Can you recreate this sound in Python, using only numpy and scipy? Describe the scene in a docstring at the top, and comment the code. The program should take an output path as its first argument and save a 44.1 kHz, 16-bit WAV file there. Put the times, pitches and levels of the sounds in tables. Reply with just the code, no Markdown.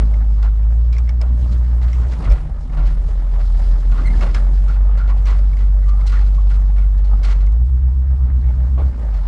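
"""A truck with a slow eight-cylinder engine pushes through brush on a rough trail, heard inside the steel cab.
From the start the firing rate booms in the cab, made of near sines that throb once per engine cycle, over a
roar of coloured noise from engine block and trail. Branches scrape (grainy noise), twigs tick (noise and
short rings), and panels squeak (wavering tones and noise). After two seconds a low shake (two tones) and
bumps (fading sines) thump the floor and the first dry clicks (bare impulses) fall; one more bump comes late."""
import sys
import numpy as np
from scipy import signal
from scipy.io import wavfile

SR = 44100
rng = np.random.default_rng(int(sys.argv[2]) if len(sys.argv) > 2 else 0)


def convert_level_to_amplitude(level_db):
    """Map a level in decibels to its linear amplitude factor."""
    exponent = np.asarray(level_db, float) / 20
    return 10 ** exponent


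def generate_wav(sig):
    """Save sig (samples, or channels by samples) to the path in sys.argv[1] as 16-bit PCM at SR."""
    pcm = np.round(np.clip(np.atleast_2d(sig).T, -1, 1) * 32767).astype(np.int16)
    wavfile.write(sys.argv[1], SR, pcm)


N = 408807
TOP_HZ = 10700  # upper edge of the sound


def rms_one(x):
    """Scale to rms 1."""
    return x / np.sqrt(np.mean(x ** 2) + 1e-20)


def in_time(rows):
    """Turn table columns into curves over all samples; the first column is the time in seconds."""
    seconds, *columns = np.transpose(rows)
    return [np.interp(np.arange(N) / SR, seconds, column) for column in columns]


def at_hz(points, hz):
    """Read a table of (Hz, dB) between its points, on a log-frequency axis."""
    table_hz, table_db = np.array(points).T
    return np.interp(np.log(hz), np.log(table_hz), table_db)


def drift(rate, size=N):
    """Slow random curve through points of spread 1, turning about rate times a second (190 at most)."""
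    knots = rng.standard_normal(int(N / SR * 400) + 4)
    return np.interp(np.arange(size) * 2 * min(rate, 190) / SR, np.arange(len(knots)), knots)


def band(x, low_hz, high_hz):
    """Keep the sound between two frequencies."""
    return signal.sosfilt(signal.butter(2, [low_hz, high_hz], "band", fs=SR, output="sos"), x)


def resonance(x, hz, width):
    """Ring at one frequency: a two-pole filter with gain near 1 at its top, wider meaning a shorter ring."""
    r = np.exp(-np.pi * width / SR)
    return signal.lfilter([1 - r, 0, r - 1], [1, -2 * r * np.cos(2 * np.pi * hz / SR), r * r], x)


def rung(x, modes):
    """Pass the sound through resonances side by side, with alternating sign."""
    out = 0
    for k, (hz, width, db) in enumerate(modes):
        out = out + (-1) ** k * convert_level_to_amplitude(db) * resonance(x, hz, width)
    return out


def coloured(spectrum, patchy_db, ref_low, ref_high):
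    """Half-octave noise bands that flicker partly together; rms 1 between the two reference edges."""
    out = 0
    together = drift(9.0)
    edges = 15 * 2 ** np.arange(0, 9.8, .5)  # Hz
    white = rng.standard_normal((2, N))
    for k, (low, high) in enumerate(zip(edges, edges[1:])):
        flicker_db = patchy_db * (together + 2.06 * drift(18.0))
        level_db = at_hz(spectrum, np.sqrt(low * high)) + flicker_db
        out = out + convert_level_to_amplitude(level_db) * band(white[k % 2], low, high)
    return out / np.std(band(out, ref_low, ref_high))


# Engine speed. Each row: time in seconds, firings per second.
SPEED = [(0, 53), (.52, 51), (.8, 57), (1.11, 58.7), (1.5, 59.6), (1.8, 59), (2.1, 60.5), (2.25, 50.6),
         (2.5, 44.2), (3.17, 43.9), (3.5, 42.5), (4.33, 43.9), (4.7, 47.9), (7.1, 48.4), (7.37, 46.7),
         (7.46, 48.5), (7.66, 63.5), (7.87, 63.7), (8.1, 66), (8.55, 61.7), (8.85, 67), (9.11, 50),
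         (9.27, 43.6)]
# How each cylinder's push departs from the mean, in firing order, before scaling to the speed.
# Each row: share by which it is stronger, share by which it is earlier.
CYLINDERS = [(0.58, 0.51), (0.8, 0.55), (0.48, 0.13), (-0.18, -0.35), (-0.64, -1.2), (-1.0, -1.23),
             (-0.41, 0.56), (0.38, 1.03)]
# What the cab makes of each speed; it resonates near 50 Hz. Each row: firing rate in Hz, boom level in dB,
# unevenness of the cylinders in dB relative to the boom, second harmonic in dB relative to the boom.
CAB_BOOM = [(43.2, -12.5, -16, -38), (45, -11.5, -25.5, -36), (47.8, -11, -26.5, -25),
            (52.6, -12, -29, -22.5), (55.7, -10.5, -22, -21.5), (59, -13.5, -15.5, -19.5),
            (60, -14, -7.5, -18.5), (66, -13, -10, -21.5)]
# The driver lifts off the throttle. Each row: start in seconds, length in seconds, change of the boom in dB.
LIFT_OFFS = [(2.126, 0.27, -9.5), (2.419, 0.084, -14.5), (2.561, .18, -11.5), (2.49, 0.12, -3.5),
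             (2.884, 0.47, -3), (8.91, 0.13, -3), (8.92, 0.45, -5)]
# Lesser multiples of the engine cycle as the cab passes them. Each row: frequency in Hz, level in dB.
LESSER_ORDERS = [(15, -59), (30, -47.5), (60, -37), (80, -41.5), (90, -60), (110, -48), (150, -50),
                 (190, -63.5), (260, -61)]


def engine(waver_db=0.82, lesser_waver_db=2.5, uneven_waver_db=1.5):
    """Near sines on the firing rate, bent by the eight unequal cylinders, plus other multiples of the cycle."""
    pedal_s, second_unevenness = 0.09, 2.3  # the second harmonic feels the unequal cylinders more
    per_s, = in_time(SPEED)
    hz, *laws = np.transpose(CAB_BOOM)
    boom_db, uneven_db, second_db = (np.interp(per_s, hz, law) for law in laws)
    t = np.arange(N) / SR
    for s, length, change_db in LIFT_OFFS:
        inside = np.minimum(t - s, s + length - t)  # seconds to the nearer end
        boom_db = boom_db + change_db * np.clip(inside / pedal_s + .5, 0, 1)
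    uneven_db = uneven_db + uneven_waver_db * drift(2.5)

    # eight firings make one cycle, drawn as 512 smooth points
    firings = np.cumsum(per_s) / SR
    stronger, earlier = np.transpose(CYLINDERS)
    smooth = signal.resample(stronger + 1j * earlier, 512)
    uneven = convert_level_to_amplitude(uneven_db) * np.interp(firings * 64, np.arange(512), smooth, period=512)

    # complex tones: the real part of uneven bends the level, the imaginary part the timing
    turn = np.exp(2j * np.pi * firings)
    boom = (1 + uneven) * turn * convert_level_to_amplitude(waver_db * drift(12.0))
    second = (1 + second_unevenness * uneven) * turn ** 2
    second = convert_level_to_amplitude(second_db) * second * convert_level_to_amplitude(2 * waver_db * drift(15.0))
    out = np.sqrt(2) * convert_level_to_amplitude(boom_db) * (boom + second).real
    for order in [3, 5, 10, 11, 12, 13, 14, *range(18, 32)]:  # multiples of the cycle
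        level_db = at_hz(LESSER_ORDERS, per_s * order / 8)
        level_db = level_db + lesser_waver_db * drift(1.5) + rng.normal(0, 2.0)
        out += np.sqrt(2) * convert_level_to_amplitude(level_db) * np.sin(2 * np.pi * (firings * order / 8 + rng.random()))
    return out


# Levels of the roar. Each row: time in seconds, rumble at 170-400 Hz in dB, body at 400-1500 Hz in dB,
# brush hiss above 2500 Hz in dB.
ROAR = [(0.0, -34.5, -48, -61.5), (0.1, -41.5, -48, -61), (0.82, -48, -50, -64), (1.23, -43, -50, -63),
        (1.43, -36.5, -47, -58.5), (1.77, -43, -46, -59), (2.17, -36.5, -40, -54.5),
        (2.51, -45.5, -49, -64), (2.87, -42, -46.5, -59), (3.28, -48, -47, -60.5),
        (3.64, -45, -44.5, -53.5), (3.92, -40, -46, -57.5), (4.15, -34, -42.5, -53.5),
        (4.66, -43.5, -46.5, -57.5), (4.92, -46.5, -45, -62), (5.41, -43, -47.5, -59),
        (5.74, -48, -49.5, -61.5), (6.18, -46, -46.5, -58), (7.02, -47, -49, -63.5),
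        (7.28, -44, -45.5, -63.5), (7.58, -44.5, -53.5, -65), (7.94, -46.5, -51, -67),
        (8.81, -39, -46.5, -62), (9.2, -46.5, -45.5, -60.5)]
# Spectra of rumble, body and hiss before levelling. Each row: frequency in Hz, level in dB per Hz.
RUMBLE_COLOUR = [(15, -1.5), (32, 1), (50, 21), (75, 10), (140, 7.5), (200, 3.5), (300, -6.5), (450, -20.5),
                 (900, -50)]
BODY_COLOUR = [(150, -16), (350, 3.5), (600, 0.5), (1000, -2.5), (1300, -1), (2400, -17.5), (4000, -37.5),
               (11000, -52.5)]
HISS_COLOUR = [(800, -8.5), (2000, -2), (4200, 2), (6000, -5.5), (9000, -7), (11000, -24.5)]
# Sheet-metal resonances in the roar. Each row: frequency in Hz, width in Hz, level in dB before cab_share.
CAB = [(554, 7.2, 0.5), (599.5, 9.8, 10), (796, 200, -6.5), (916, 6.3, -1.5), (980, 6, -12),
       (1130, 4.5, -2.5), (1247, 14, -3.5), (1390, 8.3, -8.5), (2140, 54, -10), (2650, 130, -5)]


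def roar(gate=.22, cab_share=1.4, knock_db=1.5):
    """Rumble, ringing body and brush hiss pulse a little with every firing; in the body some knock harder."""
    rumble_db, body_db, hiss_db = in_time(ROAR)
    firings = np.cumsum(in_time(SPEED)[0]) / SR
    pulse = 1 + gate * np.cos(2 * np.pi * firings)
    knocks = rng.standard_normal(int(firings[-1]) + 2)
    body_db = body_db + knock_db * np.interp(firings, np.arange(len(knocks)), knocks)
    rumble = coloured(RUMBLE_COLOUR, patchy_db=1.0, ref_low=170, ref_high=400)
    body = coloured(BODY_COLOUR, patchy_db=1.3, ref_low=400, ref_high=1500)
    body = body + cab_share * rung(body, CAB)
    body = body / np.std(band(body, 400, 1500))
    hiss = coloured(HISS_COLOUR, patchy_db=1.2, ref_low=2500, ref_high=10000)
    return pulse * (convert_level_to_amplitude(rumble_db) * rumble + convert_level_to_amplitude(body_db) * body + convert_level_to_amplitude(hiss_db) * hiss)


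# Panel resonances. Each row: frequency in Hz, width in Hz, level in dB before ring_share.
PANEL = [(575, 15, -7), (784, 42, -0.5), (1116, 14, -2), (1417, 41, 3), (1985, 22, -3.5), (2205, 29, 0),
         (3310, 26, -9.5), (4240, 340, 2.5), (4860, 39, -0.5), (5170, 120, 0), (6300, 23, -5.5)]


def contacts(events, shape, grain_db, ring_share=2.5, dull_hz=700):
    """Grainy noise under each contact's envelope, in three overlapping registers that ring the panels."""
    lows_db, highs_db = -2.5, -7.5  # outer registers of a contact of middling brightness, relative to its middle
    envelopes = np.zeros((3, N))
    for s, db, bright_db, length in events:
        at = round(s * SR)
        t = np.arange(min(int(8 * length * SR), N - at)) / SR
        lasts = length * np.array([[1.15], [1], [.8]])  # the highs die first
        levels_db = [[db + lows_db - bright_db], [db], [db + highs_db + bright_db]]
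        envelopes[:, at:at + len(t)] += convert_level_to_amplitude(levels_db) * shape(t, lasts)
    grains = rng.standard_normal(N) * convert_level_to_amplitude(grain_db * drift(70.0))
    dull = signal.sosfilt(signal.butter(1, dull_hz, fs=SR, output="sos"), grains)
    out = 0
    for (low_hz, high_hz), envelope in zip([(230, 1200), (1100, 2800), (2900, 9200)], envelopes):
        struck = rms_one(band(dull, low_hz, high_hz)) * envelope + 1e-18
        ringing = struck + ring_share * rung(struck, PANEL)  # the panels ring on
        out = out + band(ringing, low_hz / 1.3, high_hz * 1.2)
    return out


# Branches drag along the panels. Each row: start in seconds, level in dB before the common trim,
# brightness in dB, length in seconds of the middle register.
SCRAPES = [(0, -35.5, -8, 0.033), (.424, -35, 1.5, 0.022), (.438, -43.5, -3, 0.044),
           (.9235, -43, 8.5, 0.048), (1.2, -39, -11, 0.065), (1.509, -45.5, 8.5, 0.043),
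           (1.813, -38, 0.5, 0.054), (1.874, -42, -0.5, 0.05), (2.109, -37, 0, 0.059),
           (2.19, -44.5, -15, 0.044), (2.216, -34, -4.5, 0.021), (2.238, -29, -2, 0.027),
           (2.268, -35, -13.5, 0.049), (2.311, -29.5, -2, 0.017), (2.326, -38.5, -4, 0.078),
           (2.721, -36.5, -6, 0.044), (2.768, -36, -7.5, 0.088), (2.85, -43.5, 2.5, 0.085),
           (3.39, -40, -3, 0.059), (3.623, -48, -12.5, 0.06), (3.91, -36, -4, 0.21),
           (4.1594, -48, 12, 0.084), (4.2065, -26.5, -3, 0.019), (4.22, -26, -6.5, 0.039),
           (4.257, -40, -6, 0.025), (4.285, -46, -7, 0.026), (4.341, -26, 0.5, 0.036),
           (4.676, -37.5, -1.5, 0.069), (4.7354, -42, -6, 0.029), (4.9714, -37, -0.5, 0.059),
           (5.073, -34.5, -4, 0.059), (5.255, -32, -1, 0.11), (5.587, -40.5, -1.5, 0.061),
           (5.879, -44.5, 8, .03), (6.062, -34, 12, 0.028), (6.092, -33, 1, 0.029), (6.118, -38.5, 1, 0.12),
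           (6.262, -53, 12, 0.027), (6.345, -52, 12, 0.012), (6.493, -38, -0.5, 0.04),
           (6.536, -43, 4, 0.039), (6.761, -39, -4.5, 0.074), (6.975, -49, 9.5, 0.025),
           (7.04, -47, 7, 0.068), (7.229, -36, 7, 0.048), (7.236, -35.5, 0, 0.11),
           (7.29, -40.5, 2.5, 0.052), (2.862, -46, 8.5, 0.023), (5.17, -47.5, 5.5, .03),
           (7.4, -47, 3.5, .04), (8.775, -38, -15.5, 0.053), (9.133, -45.5, 1, 0.1)]


def scrapes():
    """A dragging branch makes noise that rises fast, then fades as a bell curve with a thin tail."""
    def shape(t, length):
        fade = .85 * np.exp(-(t / length) ** 2) + .15 * np.exp(-t / (2 * length))
        return (1 - np.exp(-t / .003)) * fade
    return convert_level_to_amplitude(-9) * contacts(SCRAPES, shape, grain_db=3.0)


# Twigs and loose parts tick. Each row: start in seconds, level in dB (before the trim in ticks()),
# brightness in dB, decay in seconds of the middle register.
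TICKS = [(.1396, -37.5, -3, .013), (.629, -48, 1.5, 0.011), (.927, -41, 4, .008), (.9662, -34, -3, 0.01),
         (.983, -33.5, 6, 0.012), (1.0774, -39.5, -7, 0.014), (1.092, -31, 3.5, 0.0086),
         (1.2146, -35, 13.5, 0.01), (1.931, -32.5, 3, 0.034), (2.301, -41, 11, 0.0055),
         (2.312, -36, 0, 0.008), (2.321, -33.5, 2, 0.0049), (2.697, -46, -15, 0.019),
         (4.3465, -24, 3, 0.014), (5.532, -40, -4.5, 0.021), (5.5698, -39.5, 3, 0.021),
         (6.01, -40, 0.5, 0.013), (6.068, -43, 8.5, .008), (6.783, -38, -4, 0.011), (7.232, -37, 5, .01),
         (7.472, -39.5, -8, 0.015), (4.209, -30, -1, .01), (5.256, -38, 8.5, .012),
         (8.4871, -41.5, -13.5, 0.0098), (8.8, -44, -11, .015)]


def small_ticks(per_s=1.4, middle_db=-50.5, decay_s=0.012):
    """Faint ticks at chance moments, as rows like those of TICKS."""
    rows = []
    for when, size, bright in rng.random((int(per_s * N / SR), 3)):
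        rows.append((N / SR * when, middle_db + 8.0 * (size - .5), 7.3 * (bright - .5), decay_s))
    return rows


def ticks():
    """A tick is a burst of noise that fades at two speeds and lightly rings the panels."""
    def shape(t, decay):
        return .6 * np.exp(-t / decay) + .3 * np.exp(-t / .0015)
    return convert_level_to_amplitude(-7.0) * contacts(TICKS + small_ticks(), shape, grain_db=2.0, ring_share=.9)


# What a tick snaps with. Each row: frequency in Hz, level in dB relative to the tick,
# time to fade by 60 dB in seconds, share of the brightness added to the level.
SNAP = [(1200, -11, .02, -.5), (2200, -2, .035, 0), (5300, -8, .018, 1)]


def snaps():
    """Each listed tick starts with a hard snap: a few short fading sines, pitched differently every time."""
    out = np.zeros(N + SR)
    t = np.arange(SR // 20) / SR
    for s, db, bright_db, _ in TICKS:
        at = round(s * SR)
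        for hz, mode_db, t60, share in SNAP:
            pitch_hz = hz * (1 + .04 * rng.standard_normal())
            level_db = db + mode_db + share * bright_db - 60 * t / t60
            out[at:at + len(t)] += convert_level_to_amplitude(level_db) * np.sin(2 * np.pi * pitch_hz * t)
    return out[:N]


# Stick-slip squeaks and hoarse groans of the panels. Each row: start in seconds, length in seconds,
# pitch in Hz, level in dB, roughness from 0 to 1, share of the length at which it is loudest.
SQUEAKS = [(.435, .04, 820, -41, 1, .3), (.44, .05, 1300, -44, 1, .4), (1.2, .07, 600, -39, 1, .4),
           (.925, .05, 2330, -48, .8, .5), (2.13, .13, 152, -32, .6, .5), (2.33, .22, 148, -36, .5, .15),
           (2.72, .13, 152, -29, .4, .6), (2.87, .1, 150, -36, .6, .5), (2.236, .014, 1230, -38, .9, .4),
           (2.262, .04, 1200, -37, .9, .4), (3.92, .05, 1120, -41, .9, .5), (3.972, .04, 1250, -35, 1, .4),
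           (4.044, .05, 2080, -32, .3, .72), (4.095, .03, 2100, -43, .45, .2),
           (4.125, .045, 1750, -47, .8, .4), (4.348, .045, 1400, -36, 1, .2),
           (4.67, .06, 1380, -40, .75, .5), (4.985, .09, 1420, -41, .8, .15),
           (5.085, .05, 1050, -40, 1, .4), (5.28, .06, 1100, -39, 1, .4), (5.82, .04, 1960, -53, .8, .5),
           (5.868, .035, 1185, -42, .8, .6), (5.845, .16, 1190, -46.5, .65, .3),
           (6.008, .04, 1215, -46, .8, .2), (6.116, .07, 1330, -36.5, 1, .3), (6.14, .06, 1800, -43, 1, .5),
           (6.378, .035, 1100, -40, .7, .4)]
# Overtones of a squeak. Each row: multiple of the pitch, level in dB before roughness weakens it.
SQUEAK_OVERTONES = [(2.02, 0), (3.03, -12), (3.91, -11), (4.86, -9)]


def squeaks():
    """A slipping contact sings a wavering pitch with overtones; rough ones turn into noise around it."""
    out = np.zeros(N)
    for s, length, hz, db, rough, crest in SQUEAKS:
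        at, size = round(s * SR), int(length * SR)
        swell = np.interp(np.arange(size) / size, [0, .1, crest, .9, 1], [0, .35, 1, .55, 0])
        phase = 2 * np.pi * np.cumsum(hz * (1 + .02 * drift(150.0, size=size))) / SR
        width = hz * (.03 + .3 * rough ** 4)
        hoarse = resonance(rng.standard_normal(size), hz, width)
        hoarse = rms_one(resonance(hoarse, hz, width))
        first = np.sqrt(2 * (1 - rough)) * np.sin(phase) + np.sqrt(rough) * hoarse
        over = np.zeros(size)
        for multiple, over_db in SQUEAK_OVERTONES:
            if multiple * hz < TOP_HZ:
                over += convert_level_to_amplitude(over_db + 3.0 * drift(150.0, size=size)) * np.sin(multiple * phase)
        over *= convert_level_to_amplitude(-33 * rough)  # clean squeaks carry the stronger overtones
        voice = swell * first + np.sqrt(swell) * np.hanning(size) * over
        out[at:at + size] += convert_level_to_amplitude(db + 2.2 * drift(90.0, size=size)) * voice
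    return out


# A low shake of the chassis while the truck labours over an obstacle. Each row: time in seconds,
# frequency in Hz, level in dB, level of the upper hum in dB.
SHAKE = [(2.15, 27, -61, -50), (2.3, 27.86, -24, -36), (2.6, 28.6, -33.5, -32), (2.9, 29.14, -21, -32),
         (3.4, 29.22, -38, -35.5), (3.9, 29.1, -39, -38), (4.1, 28, -57, -50)]


def shake():
    """The chassis shakes as a low sine with a wavering hum above it."""
    hz, db, upper_db = in_time(SHAKE)
    phase = 2 * np.pi * np.cumsum(hz) / SR
    low = convert_level_to_amplitude(db) * np.sin(phase)
    upper = convert_level_to_amplitude(upper_db + 2.0 * drift(10.0)) * np.sin(2.52 * phase)
    return np.sqrt(2) * (low + upper)


# Bumps in the trail. Each row: start in seconds, level in dB before swell and fade, boom frequency in Hz,
# swell in seconds, time for the boom to fade by 60 dB in seconds.
BUMPS = [(2.263, -3, 48.8, .07, 0.072), (2.304, -14, 44.2, 0.0046, 0.13), (2.774, -10, 46.3, 0.068, 0.17),
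         (8.77, -29, 49.89, .005, 0.19)]
# Ringing of the floor pan. Each row: frequency in Hz, level in dB relative to the boom,
# time to fade by 60 dB in seconds.
FLOOR_PAN = [(28, -15.5, 0.3), (83, 0.5, 0.067), (148, -17, 0.24), (209, -43, 0.16)]


def bumps():
    """Each bump swells a short boom of the cab and rings the floor pan."""
    out = np.zeros(N)
    t = np.arange(SR // 2) / SR
    soft = 1 - np.exp(-t / .011)  # springs spread the blow
    for s, bump_db, boom_hz, swell, t60 in BUMPS:
        fade = convert_level_to_amplitude(-60 * np.maximum(t - swell, 0) / t60)
        ring = np.sqrt(np.minimum(t / swell, 1)) * fade * np.sin(2 * np.pi * boom_hz * t)
        for hz, db, decay in FLOOR_PAN:
            ring += convert_level_to_amplitude(db - 60 * t / decay) * np.sin(2 * np.pi * hz * t)
        at = round(s * SR)
        out[at:at + len(t)] += (convert_level_to_amplitude(bump_db) * soft * ring)[:N - at]
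    return out


# Thin dry clicks. Each row: time in seconds, impulse level in dB before filter and gain.
CLICKS = [(2.3225, -23), (2.334, -30), (6.955, -43.5), (7.42, -41), (7.4665, -32.5), (7.525, -35.5),
          (7.536, -43)]


def clicks():
    """Each click is a bare impulse, with its lowest and highest parts filtered away."""
    impulses = np.full(N, 1e-18)
    for s, db in CLICKS:
        impulses[round(s * SR)] = convert_level_to_amplitude(db)
    return 3 * band(impulses, 500, 7000)


def scene():
    """Everything reaches one microphone in the cab."""
    steady = engine() + roar()
    brush = scrapes() + ticks() + snaps() + squeaks()
    return (steady + brush + shake() + bumps() + clicks())[None]


def low_pass(x):
    """Removes everything above the highest recorded frequency."""
    return signal.sosfilt(signal.butter(12, 10810, fs=SR, output="sos"), x)


def record(dry):
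    """The small microphone rounds the highest peaks, then the top is cut."""
    rounded = dry / (1 + (np.abs(dry) / .9) ** 6) ** (1 / 6)
    top_cut = signal.cheby2(10, 50, TOP_HZ + 900, fs=SR, output="sos")
    cut = signal.sosfilt(top_cut, rounded)
    return low_pass(cut)


dry = scene()
out = record(dry)
generate_wav(out)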